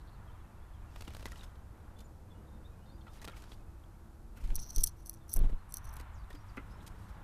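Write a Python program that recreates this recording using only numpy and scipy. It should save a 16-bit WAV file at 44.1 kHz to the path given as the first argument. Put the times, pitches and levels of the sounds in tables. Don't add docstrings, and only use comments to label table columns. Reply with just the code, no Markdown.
import sys
import numpy as np
from scipy import signal
from scipy.fft import rfft, irfft, next_fast_len
from scipy.io import wavfile
from scipy.ndimage import map_coordinates

SR = 44100
rng = np.random.default_rng(int(sys.argv[2]) if len(sys.argv) > 2 else 0)


def log_audio(samples):
    frames = np.atleast_2d(samples).T
    limited = np.clip(frames, -1, 1)
    pcm = np.round(limited * 32767).astype(np.int16)
    wavfile.write(sys.argv[1], SR, pcm)


def voltage_ratio(level):
    return 10 ** (np.asarray(level, float) / 20)


N = 318843


def unit(x):
    return x / np.sqrt(np.mean(x ** 2) + 1e-20)


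def curves(rows, rest=None):
    s, *cols = np.transpose(rows)
    return [np.interp(np.arange(N) / SR, s, c, left=rest, right=rest) for c in cols]


def wobble(rate):
    knots = rng.standard_normal(int(N * rate / SR) + 4)
    return map_coordinates(knots, [np.arange(N) * rate / SR])


def filtered(x, response):
    m = next_fast_len(N + SR // 4)
    return irfft(rfft(x, m) * response(np.fft.rfftfreq(m, 1 / SR)), m)[:N]


def noise(spectrum):
    f, db = np.transpose(spectrum)
    white = rng.standard_normal(N)
    return unit(filtered(white, lambda hz: voltage_ratio(np.interp(np.log(hz + 1), np.log(f + 1), db))))


def resonant(x, modes):
    def response(f):
        total = 0
        for k, (centre, width, db) in enumerate(modes):
            loss = 1j * f * width
            total = total + (-1) ** k * voltage_ratio(db) * (loss / (centre * centre - f * f + loss)) ** 2
        return total
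    return filtered(x, response)


def bursts(times, levels_db, lengths_ms, rise_ms, lead=0, lead_ms=3):
    out, t = np.zeros(N + 8000), np.arange(4000) / SR * 1000
    for s, db, ms, rise in np.broadcast(times, levels_db, np.abs(lengths_ms), np.abs(rise_ms)):
        before = lead * np.exp(-t[::-1] / lead_ms)
        after = (1 + rise / ms) * (1 - (1 - lead) * np.exp(-t / rise)) * np.exp(-t / ms)
        out[round(s * SR):][:8000] += voltage_ratio(db) * np.r_[before, after]
    return out[4000:N + 4000]


def swells(rows):
    out, t = np.zeros(N), np.arange(-80, 80, 1000 / SR)
    for s, db, ms in rows:
        add(out, s - .08, voltage_ratio(db) * np.exp(-(t / ms) ** 2))
    return out


def gated(spans):
    edge_s, edge_db = 0.097, -15.5
    out = np.zeros(N)
    for a, b, db0, db1 in spans:
        path = [(a - edge_s, db0 + edge_db), (a, db0), (b, db1), (b + edge_s, db1 + edge_db)]
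        out += voltage_ratio(curves(path, rest=-150)[0])
    return out


def add(out, s, sound):
    part = out[round(s * SR):][:len(sound)]
    part += sound[:len(part)]


def grit(rate, spread_db):
    chance, sign, size = rng.random((3, N))
    return unit((chance < rate / SR) * np.sign(sign - .5) * voltage_ratio(spread_db * size))


# f/Hz, level/dB per Hz
HISS = [(1180, -52), (2000, -23), (2710, -5), (2850, -10), (3130, -7.5), (4240, -5), (13400, -6),
        (15000, -20)]


def hiss():
    return voltage_ratio(-76 + 0.083 * wobble(1.8)) * noise(HISS)


# t/s, rumble rise/dB
SHAKES = [
    (1.17, 3.5),
    (3.3, 2.5),
    (4.7, 4),
    (5.95, 4),
]


def shake_rise_db():
    t = np.arange(N) / SR
    return sum(db * np.exp(-((t - s) / 0.22) ** 2) for s, db in SHAKES)


# t/s, tyre level/dB
CAR = [(0, -64.5), (1.3, -66), (2, -66.5), (3.9, -68.5), (5.4, -67.5), (6.0, -60), (6.38, -63), (6.75, -59),
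       (7.23, -59.5)]
# f/Hz, level/dB per Hz
RUMBLE = [(4.7, -46), (8.0, -1), (43, 2), (68, 1.5), (100, -3.5), (200, -27.5), (260, -43), (440, -120)]
# f/Hz, level/dB per Hz
TYRES = [(350, -45), (600, -9), (950, 1), (1400, -2.5), (2000, -11), (2800, -17.5), (4000, -22.5),
         (6000, -58)]


def far_car(shake_db):
    tyres_db, = curves(CAR)
    follow = 0.37
    rumble_db = -50.5 + follow * (tyres_db + 66) + shake_db + 0.25 * wobble(3.8)
    rumble = voltage_ratio(rumble_db) * noise(RUMBLE)
    return rumble + voltage_ratio(tyres_db + 1.3 * wobble(4.2)) * noise(TYRES)


# t/s, level/dB
LORRY = [(0, -62), (2.0, -60), (3.1, -60.5), (3.7, -62), (6.3, -64), (6.8, -60), (7.23, -58)]
# f/Hz, level/dB per Hz
ENGINES = [(76, -13), (130, -1), (216, -1.5), (247, -8.5), (323, -6), (404, -11), (910, -14), (1540, -120)]


def far_engines(shake_db):
    level_db, = curves(LORRY)
    return voltage_ratio(level_db + 0.34 * shake_db + 0.85 * wobble(6)) * noise(ENGINES)


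# start t/s, end t/s, f/Hz, level/dB
DRONE = [(1.6, 3.4, 220, -69), (3.9, 5, 222, -67), (2.7, 4.7, 331, -69), (4.75, 5.5, 331, -66),
         (1.8, 2.8, 512, -72), (2.2, 2.85, 470, -71), (2.25, 2.8, 311, -69), (6.2, 7.3, 100, -55),
         (6.5, 7.3, 190, -66)]


def drone():
    out, swell, drift = np.zeros(N), voltage_ratio(1.1 * wobble(4.3)), 1.6 * wobble(6.93)
    for start, end, hz, db in DRONE:
        t = np.arange(round((end - start) * SR)) / SR
        note = np.sin(2 * np.pi * hz * t + drift[:len(t)])
        add(out, start, voltage_ratio(db) * signal.windows.tukey(len(t), .4) * note)
    return out * swell


def yard():
    shake_db = shake_rise_db()
    return far_car(shake_db) + far_engines(shake_db) + drone() + hiss()


# t/s, length/s, start f/Hz, end f/Hz, level/dB
CHIRPS = [(.273, .034, 3420, 2960, -71), (.305, .03, 3220, 3700, -78), (.49, .025, 3200, 3400, -85),
          (0.6, 0.05, 3180, 3570, -80), (.64, .06, 3560, 3450, -83), (.73, 0.046, 3550, 3000, -74),
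          (.91, .025, 3330, 3500, -81), (1.957, 0.066, 3420, 3600, -73), (2.04, 0.029, 6950, 7100, -73),
          (2.25, .1, 2500, 2500, -84), (2.303, 0.027, 3500, 3420, -69), (2.33, .09, 2860, 2920, -84),
          (2.5, .1, 3660, 3650, -84), (2.642, 0.032, 3420, 3800, -68), (2.69, .045, 3880, 3860, -84),
          (2.66, .05, 2510, 2500, -85), (2.712, .035, 2490, 2490, -75), (2.76, .065, 2500, 2470, -81),
          (2.81, .045, 2880, 2960, -75), (2.83, .022, 3080, 3130, -79), (2.855, .08, 3660, 3650, -78),
          (2.883, .022, 4120, 4280, -70), (2.903, .034, 4250, 4800, -76), (2.932, 0.036, 4840, 4760, -79),
          (2.93, .025, 2500, 2500, -82), (2.98, .014, 3660, 3640, -75), (3.007, .014, 4680, 4260, -73),
          (3.01, .012, 4270, 4080, -72), (3.085, .028, 3500, 3640, -76), (3.59, .035, 2550, 2540, -79),
          (3.665, 0.032, 2570, 2530, -78), (3.72, .13, 2570, 2545, -83), (5.11, .04, 2550, 2400, -80),
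          (5.205, .03, 3700, 3500, -77), (5.575, .045, 4230, 4200, -80), (6.132, 0.045, 7900, 5340, -71),
          (6.154, 0.075, 5500, 4350, -75), (6.345, 0.04, 4140, 5070, -68), (6.382, 0.041, 5550, 5720, -74),
          (6.482, 0.025, 6030, 4400, -66.5), (6.69, 0.077, 4850, 5400, -76), (6.76, .06, 5350, 5300, -85),
          (7.096, .04, 5550, 5600, -79), (7.14, .04, 5300, 4300, -81)]
# t/s, start f/Hz, level/dB
TWITTER = [(.15, 3820, -80), (.21, 2600, -83), (.343, 3420, -78), (.388, 3700, -80), (.433, 2800, -78),
           (.515, 2580, -78), (.57, 2780, -79), (.682, 2780, -85), (.815, 2600, -75), (.872, 2900, -77),
           (1.56, 3300, -80)]


def far_birds():
    out, waver = np.zeros(N), 0.0123 * wobble(300)
    short_notes = [(s, 0.034, hz, hz * .9, db) for s, hz, db in TWITTER]
    for s, length, hz0, hz2, db in CHIRPS + short_notes:
        hz1 = hz0 + .65 * (hz2 - hz0)
        u = np.linspace(0, 1, round(length * SR))
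        hz = hz0 * (1 - u) * (1 - 2 * u) + 4 * hz1 * u * (1 - u) + hz2 * u * (2 * u - 1)
        rough = abs(hz2 - hz0) / 1500 * (2.5 if s > 6 else 1)
        hz = hz * (1 + waver[round(s * SR):][:len(u)] * rough)
        shape = np.sqrt(np.abs(np.sin(np.pi * u)))
        add(out, s, voltage_ratio(db) * shape * np.sin(2 * np.pi * np.cumsum(hz) / SR))
    tail = np.arange(SR // 8)
    trees = rng.standard_normal(SR // 8) * voltage_ratio(-60 * tail / SR / 0.17)
    out = out * voltage_ratio(1.5 * wobble(70) + 2 * wobble(300) + 1)
    return out + voltage_ratio(-3) * signal.fftconvolve(out, trees / np.linalg.norm(trees))[:N]


# t/s, length/s, centre f/Hz, spread/Hz, level/dB
RASPS = [(0, .025, 4100, 1300, -72), (0.066, 0.036, 4000, 1500, -67), (.11, 0.059, 4300, 800, -73),
         (2.47, .025, 3700, 600, -74), (2.857, .018, 4200, 1600, -74), (3.008, .02, 3400, 700, -69),
         (6.235, .015, 3800, 900, -71), (6.325, .015, 5000, 700, -70), (6.343, .015, 5100, 700, -62),
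         (6.7, .015, 5000, 3000, -74), (6.798, .02, 3630, 900, -64)]


def rasps():
    out = np.zeros(N)
    for s, length, hz, spread_hz, db in RASPS:
        t = np.arange(round(length * SR)) / SR
        grain = map_coordinates(rng.standard_normal(200), [t * spread_hz])
        shape = np.sqrt(np.sin(np.pi * t / length))
        add(out, s, voltage_ratio(db) * shape * grain * np.sin(2 * np.pi * hz * t))
    return out


# t/s, level/dB
TIPS = [(5.363, -39.5), (5.393, -50), (5.41, -56), (5.437, -47), (5.455, -47.5), (5.493, -44.5),
        (5.529, -54)]


def feather_tips():
    colour = [(50, -9), (110, 1), (650, -0.5), (1500, -15), (3000, -22), (5000, -60)]
    return bursts(*np.transpose(TIPS), 6.8, rise_ms=1.5) * noise(colour)


# t/s, level/dB, width/ms
FAN = [
    (4.375, -70, 12),
    (4.41, -74, 4),
]


def fan():
    colour = [(9000, -40), (11000, -10), (11700, 4), (12600, -5), (13800, 0), (15000, -20)]
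    return swells(FAN) * noise(colour)


# t/s, level/dB, length/ms
LANDING = [
    (3.276, -62, 3.3),
    (4.372, -55.5, 17),
    (5.998, -49, 8.6),
    (6.57, -33.5, 4),
    (6.575, -41, 2.9),
    (6.578, -43.5, 16),
]
# f/Hz, width/Hz, level/dB
BASIN = [(279, 174, 9), (714, 770, -18), (1350, 390, 3), (2060, 230, 0), (2580, 640, -7)]


def landing():
    s, db, ms = np.transpose(LANDING)
    knocks = bursts(s, db + 9.5, ms, rise_ms=0.22) * grit(2800, spread_db=14)
    return resonant(knocks, BASIN)


# t/s, peak level/dB, bright share/dB, length/ms
CLAWS = [(4.5455, -30, -21, 1.7), (4.555, -18, -9, 1.2), (4.56, -23, -9, 3.4), (4.705, -31, -14, 2.3),
         (4.7609, -15, -14.5, 1.8), (4.7819, -16, -15.5, 1.8), (4.8348, -16.5, -8, 1.4),
         (4.838, -11, -5, 3.4), (4.8706, -19, -12.5, 5), (5.0597, -33.5, -10, 2.4), (5.095, -23.5, -3, 1.4),
         (5.1386, -36.5, -10, 1.4), (5.294, -39, -10, 3.6), (5.338, -25.5, 5.5, 1.9),
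         (5.3622, -32.5, 4, 2.1), (5.3684, -29, -2, 1.2), (5.39, -32, -8.5, 2.3), (5.7224, -33.5, -5, 1.5),
         (5.7405, -20, -4, 1.8), (5.7695, -23.5, -9, 2.2), (5.851, -38.5, -11, 4.4),
         (5.966, -42.5, -3, 4.8)]
# t/s, peak level/dB, bright share/dB
TOUCHES = [(4.9701, -57, -10), (5.0687, -38, -8), (5.075, -42, -6), (5.118, -50, -8), (5.13, -41, -12),
           (5.146, -45, -8), (5.1584, -52, -14), (5.1711, -48, -17), (5.281, -51, -4), (5.316, -46, -6),
           (5.332, -32, 1), (5.345, -44, -5), (5.351, -41, -6), (5.71, -50, -7), (5.782, -38, -8),
           (5.89, -45, -7), (5.905, -54, -4), (5.913, -47, -22), (5.929, -46, -8), (5.938, -45, 0),
           (5.956, -50, -4)]
# start t/s, end t/s, start level/dB, end level/dB, bright share/dB
SCRAPE = [(4.551, 4.578, -62, -57, -12), (4.586, 4.647, -47, -51, -5.5), (4.648, 4.674, -54, -53, -7),
          (4.676, 4.698, -51, -47, -9), (4.7, 4.711, -47, -45, -8), (4.716, 4.745, -56, -52, -3),
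          (4.745, 4.772, -48, -46, -3), (4.783, 4.825, -40, -52, -2), (4.799, 4.812, -51, -46, -1),
          (4.818, 4.87, -57, -52, 2), (4.872, 4.899, -45, -57, -1), (4.897, 4.925, -66, -74, -15),
          (4.97, 5.036, -73, -70, -3), (5.052, 5.081, -62, -62, 3), (5.084, 5.115, -59, -65, 3),
          (5.133, 5.152, -73, -71, 5), (5.289, 5.341, -57, -48, 1), (5.345, 5.368, -54, -47, 2),
          (5.687, 5.713, -74, -70, 9), (5.74, 5.791, -56, -62, -3), (5.79, 5.843, -73, -73, -6),
          (5.84, 5.862, -64, -64, 2), (5.865, 5.899, -64, -58, -3), (5.919, 5.947, -75, -66, 6)]
# f/Hz, width/Hz, level/dB
SHELL_LOW = [(3500, 1500, -17), (4320, 220, -4), (4760, 380, -12), (5780, 560, 5), (6250, 600, -0.5)]
SHELL_MID = [(7600, 390, -10), (8380, 590, -5), (9440, 670, -6.5), (10230, 600, 0)]
SHELL_HIGH = [(11070, 430, -9), (12060, 500, -6.5), (12660, 500, -9), (13500, 1100, -2)]


def claws():
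    touch_ms, rise_ms = 2.5, 0.31
    s, db, bright_db, ms = np.transpose(CLAWS + [(*row, touch_ms) for row in TOUCHES])
    chatter = grit(7000, spread_db=12)
    chatter[np.round(s * SR).astype(int) + 8] = 8
    low = bursts(s, db - 6.0, 0.89 * ms, rise_ms, lead=0.018) * chatter
    high = bursts(s, db + bright_db + 7.5, 0.76 * ms, rise_ms, lead=0.032) * chatter
    rub = unit(grit(2300, spread_db=29.0) + rng.standard_normal(N)) * voltage_ratio(3.3 * wobble(160))
    bright = np.zeros(N)
    for start, end, db0, db1, share_db in SCRAPE:
        a, b = round(start * SR), round(end * SR)
        drag = voltage_ratio(np.linspace(db0, db1, b - a) + 5.0) * signal.windows.tukey(b - a, .15) * rub[a:b]
        low[a:b] += drag
        bright[a:b] += voltage_ratio(share_db) * drag
    shell = resonant(low, SHELL_LOW)
    for modes in SHELL_MID, SHELL_HIGH:
        grip = voltage_ratio(5 * wobble(60) - 1)
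        shell += resonant(high + bright * grip, modes)
    return filtered(shell, lambda f: 1 / (1 + (f / 15000) ** 36))


# t/s, peak level/dB, width/ms
BEATS = [(4.4524, -25, 11.2), (4.515, -21.5, 14), (4.578, -27.5, 18), (4.791, -18.5, 15.6),
         (4.847, -29.5, 14), (5.38, -18, 14.6), (5.4237, -16.5, 13.4), (5.466, -18, 13.7),
         (5.541, -23.5, 14.6), (5.875, -35.5, 17)]


def wings():
    push, stir, t = np.zeros(N), np.zeros(N), np.arange(N) / SR
    for s, db, ms in BEATS:
        u = (t - s) * 1000 / ms
        suction = .5 * np.exp(-((u + 1.2) / .36) ** 2)
        rebound = .3 * np.exp(-((u - 1.7) / .85) ** 2)
        push += voltage_ratio(db) * (np.exp(-(u / .58) ** 2) - suction - rebound)
        stir += voltage_ratio(0.91 * db - 7.0) * np.exp(-((u + 0.43) / 2.84) ** 2)
    colour = [(40, 2), (90, 9), (250, -4.5), (700, -19.5), (1500, -30), (4000, -33.5), (6000, -83)]
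    return push + stir * voltage_ratio(-24.0 + 3.6 * wobble(70)) * noise(colour)


def crowd(hz, per_s, cycles):
    slot, pitch, size = rng.random(7000), rng.standard_normal(7000), rng.exponential(size=7000)
    at = np.cumsum(2 * slot / per_s * SR).astype(int)
    pitches = np.clip(hz * np.exp(.45 * pitch), 500, 14000)
    cycle = pitches[:, None] * np.arange(200) / SR
    ring = np.exp(-cycle / cycles * 2) * np.sin(2 * np.pi * (cycle + .015 * cycle ** 2))
    drops = voltage_ratio(3 * np.minimum(size, 3))[:, None] * ring
    return unit(np.bincount((at[:, None] + np.arange(200)).ravel(), drops.ravel(), N)[:N])


# t/s, level/dB, width/ms
WASH = [(.98, -69, 12), (1.05, -71, 15), (1.11, -62, 19), (1.2, -66, 20), (1.235, -69, 10),
        (1.275, -58, 15), (1.37, -75, 18), (1.43, -66, 9.8), (3.08, -64, 12), (3.17, -65, 28),
        (3.23, -62, 9.2), (3.3, -64, 13), (3.33, -63, 18), (3.375, -63, 19), (3.43, -66, 15),
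        (3.48, -72, 20), (4.378, -63.5, 17), (4.41, -64, 6.8), (4.46, -64, 28), (4.51, -66, 8.6)]


def wash():
    return swells(WASH) * crowd(hz=2150, per_s=900, cycles=4.5)


def bubble(hz, db, ms):
    u = np.arange(round(4 * ms * SR / 1000)) / (ms * SR / 1000)
    ring = np.sin(2 * np.pi * hz * ms / 1000 * (u + 0.0075 * u * u))
    return voltage_ratio(db) * (1 - np.exp(-u / 0.025)) * np.exp(-1.9 * u) * ring


# t/s, f/Hz, level/dB
BUBBLES = [(1.074, 3000, -50), (1.257, 1970, -41), (1.319, 1870, -44.5), (1.33, 1350, -48.5),
           (1.358, 2920, -50.5), (1.393, 3780, -50), (1.41, 3680, -47), (1.41, 2830, -53),
           (1.358, 1920, -55), (1.079, 2780, -52), (3.279, 3200, -44), (3.298, 3670, -58),
           (3.336, 2180, -53), (3.839, 3300, -60.5), (3.068, 1380, -51), (3.068, 1920, -53.5),
           (3.08, 1290, -50), (3.197, 3850, -56), (3.518, 3370, -50), (3.52, 3880, -51), (1.009, 4400, -49),
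           (1.01, 5270, -51), (1.256, 5200, -47.5), (3.22, 1900, -51), (3.284, 1370, -43),
           (3.331, 1300, -52), (1.44, 3530, -54), (1.445, 5200, -54), (4.372, 1990, -56),
           (6.306, 1830, -47), (6.33, 3660, -54), (6.34, 292, -48)]


def bubbles():
    out = np.zeros(N)
    for s, hz, db in BUBBLES:
        add(out, s, bubble(hz, db, 9.5 * (2000 / hz) ** .8))
    return out


# f/Hz, level/dB per Hz
WET = [(1200, -11), (2200, -7), (4000, -5.5), (9000, -8), (14000, -11.5), (15200, -33)]


def wet_noise():
    return noise(WET)


# t/s, level/dB, width/ms
SHEETS = [(1.05, -68, 8), (1.378, -67, 6.7), (1.442, -65, 7), (1.992, -60, 4.2), (3.15, -71, 23),
          (3.228, -62, 7), (3.252, -50.5, 3.3), (3.376, -66, 15), (3.535, -69, 12), (4.375, -70, 11),
          (5.45, -74, 13), (5.5, -72, 8.6), (6.72, -77, 13), (6.571, -62.5, 4.3), (7.02, -76, 18),
          (7.095, -71, 10)]
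# start t/s, end t/s, start level/dB, end level/dB
MIST = [
    (.96, 1.43, -69, -66),
    (3.14, 3.52, -74.5, -68.5),
    (4.41, 4.53, -67, -64.5),
    (5.43, 5.46, -70, -70.5),
    (6.3, 7.13, -77, -72),
]


def spray():
    mist = gated(MIST)
    thrown = swells(SHEETS) + mist * voltage_ratio(-5 + 3.2 * wobble(60))
    out = thrown * voltage_ratio(0.72 * wobble(280)) * wet_noise()
    for s, pitch, size in zip(np.arange(0, N / SR, .011), *rng.standard_normal((2, 700))):
        hz = 3000 * np.exp(.45 * pitch)
        add(out, s, mist[int(s * SR)] * bubble(hz, 2 + 4 * size, 11000 / hz))
    falling = swells(SHEETS[:9]) + gated(MIST[:2])
    return out + voltage_ratio(-3) * falling * crowd(hz=5200, per_s=1100, cycles=4)


# t/s, peak level/dB
SNAPS = [
    (1.0078, -35),
    (1.023, -36),
    (1.0785, -31),
    (1.2568, -23),
    (3.277, -27),
]


def snaps():
    return -bursts(*np.transpose(SNAPS), 0.15, rise_ms=0.036)


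# t/s, peak level/dB, dull share/dB
FIRST_BATH = [(0.960, -45, 2), (1.0091, -39.5, -8), (1.021, -41, -4), (1.079, -42, -0.5), (1.086, -48, -8),
              (1.104, -51, 1), (1.136, -47, -4), (1.1482, -40, -2.5), (1.167, -43.5, -2.5),
              (1.195, -48, -2), (1.206, -47, 0), (1.2256, -44, 0), (1.256, -33.5, -7), (1.2636, -41, -8),
              (1.284, -44.5, -19), (1.313, -51, -6), (1.319, -41.5, -9), (1.3584, -49, -9),
              (1.4084, -57, 2), (1.433, -48, -2), (1.5548, -62, 6.5)]
SECOND_BATH = [(3.068, -68, 14.5), (3.1344, -54, -20), (3.216, -44, -6), (3.244, -39, -3.5),
               (3.281, -43, 4.5), (3.295, -54, 4), (3.3175, -57, 5), (3.366, -49, -1), (3.4215, -45, -9),
               (3.438, -50, -2), (3.5175, -51.5, 3), (3.836, -64, -1)]
# t/s, peak level/dB, dull share/dB, length/ms
SLAPS = [(2.0035, -46.5, -28, 17), (4.439, -51, -1, 11), (4.4744, -50, -11, 8), (4.503, -50.5, 5.5, 7.1),
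         (4.581, -51, 5, 6.8), (5.966, -45, -8, 8), (5.987, -50, -9, 8.6), (5.998, -44, -11, 12),
         (6.009, -51, -12, 15), (6.303, -48.5, -2, 16), (6.328, -50, -10, 11), (6.349, -50.5, -1.5, 16),
         (6.8648, -43.5, -31, 22), (6.877, -39, -27, 6.5)]


def slaps():
    first_ms, second_ms = 6.6, 8.8
    first = [(*row, first_ms) for row in FIRST_BATH]
    second = [(*row, second_ms) for row in SECOND_BATH]
    s, db, dull_db, ms = np.transpose(first + second + SLAPS)
    burst = bursts(s, db - 9, 0.41 * ms, rise_ms=0.068 * ms, lead=0.22, lead_ms=2.1)
    burst = burst * voltage_ratio(2.3 * wobble(450)) * wet_noise()
    colour = [(60, -33), (150, 13.0), (500, 5.0), (1800, -1.5), (3500, -5.0), (5000, -13.0), (7000, -25)]
    return burst + bursts(s, db + dull_db, 0.54 * ms, rise_ms=1.0) * noise(colour)


def scene():
    background = yard() + far_birds() + rasps()
    bird = feather_tips() + fan() + landing() + claws() + wings()
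    water = wash() + bubbles() + spray() + snaps() + slaps()
    return (background + bird + water)[None]


def band_limit(x):
    return signal.sosfilt(signal.butter(12, 15190, fs=SR, output="sos"), x)


def record(dry):
    return band_limit(dry)


dry = scene()
out = record(dry)
log_audio(out)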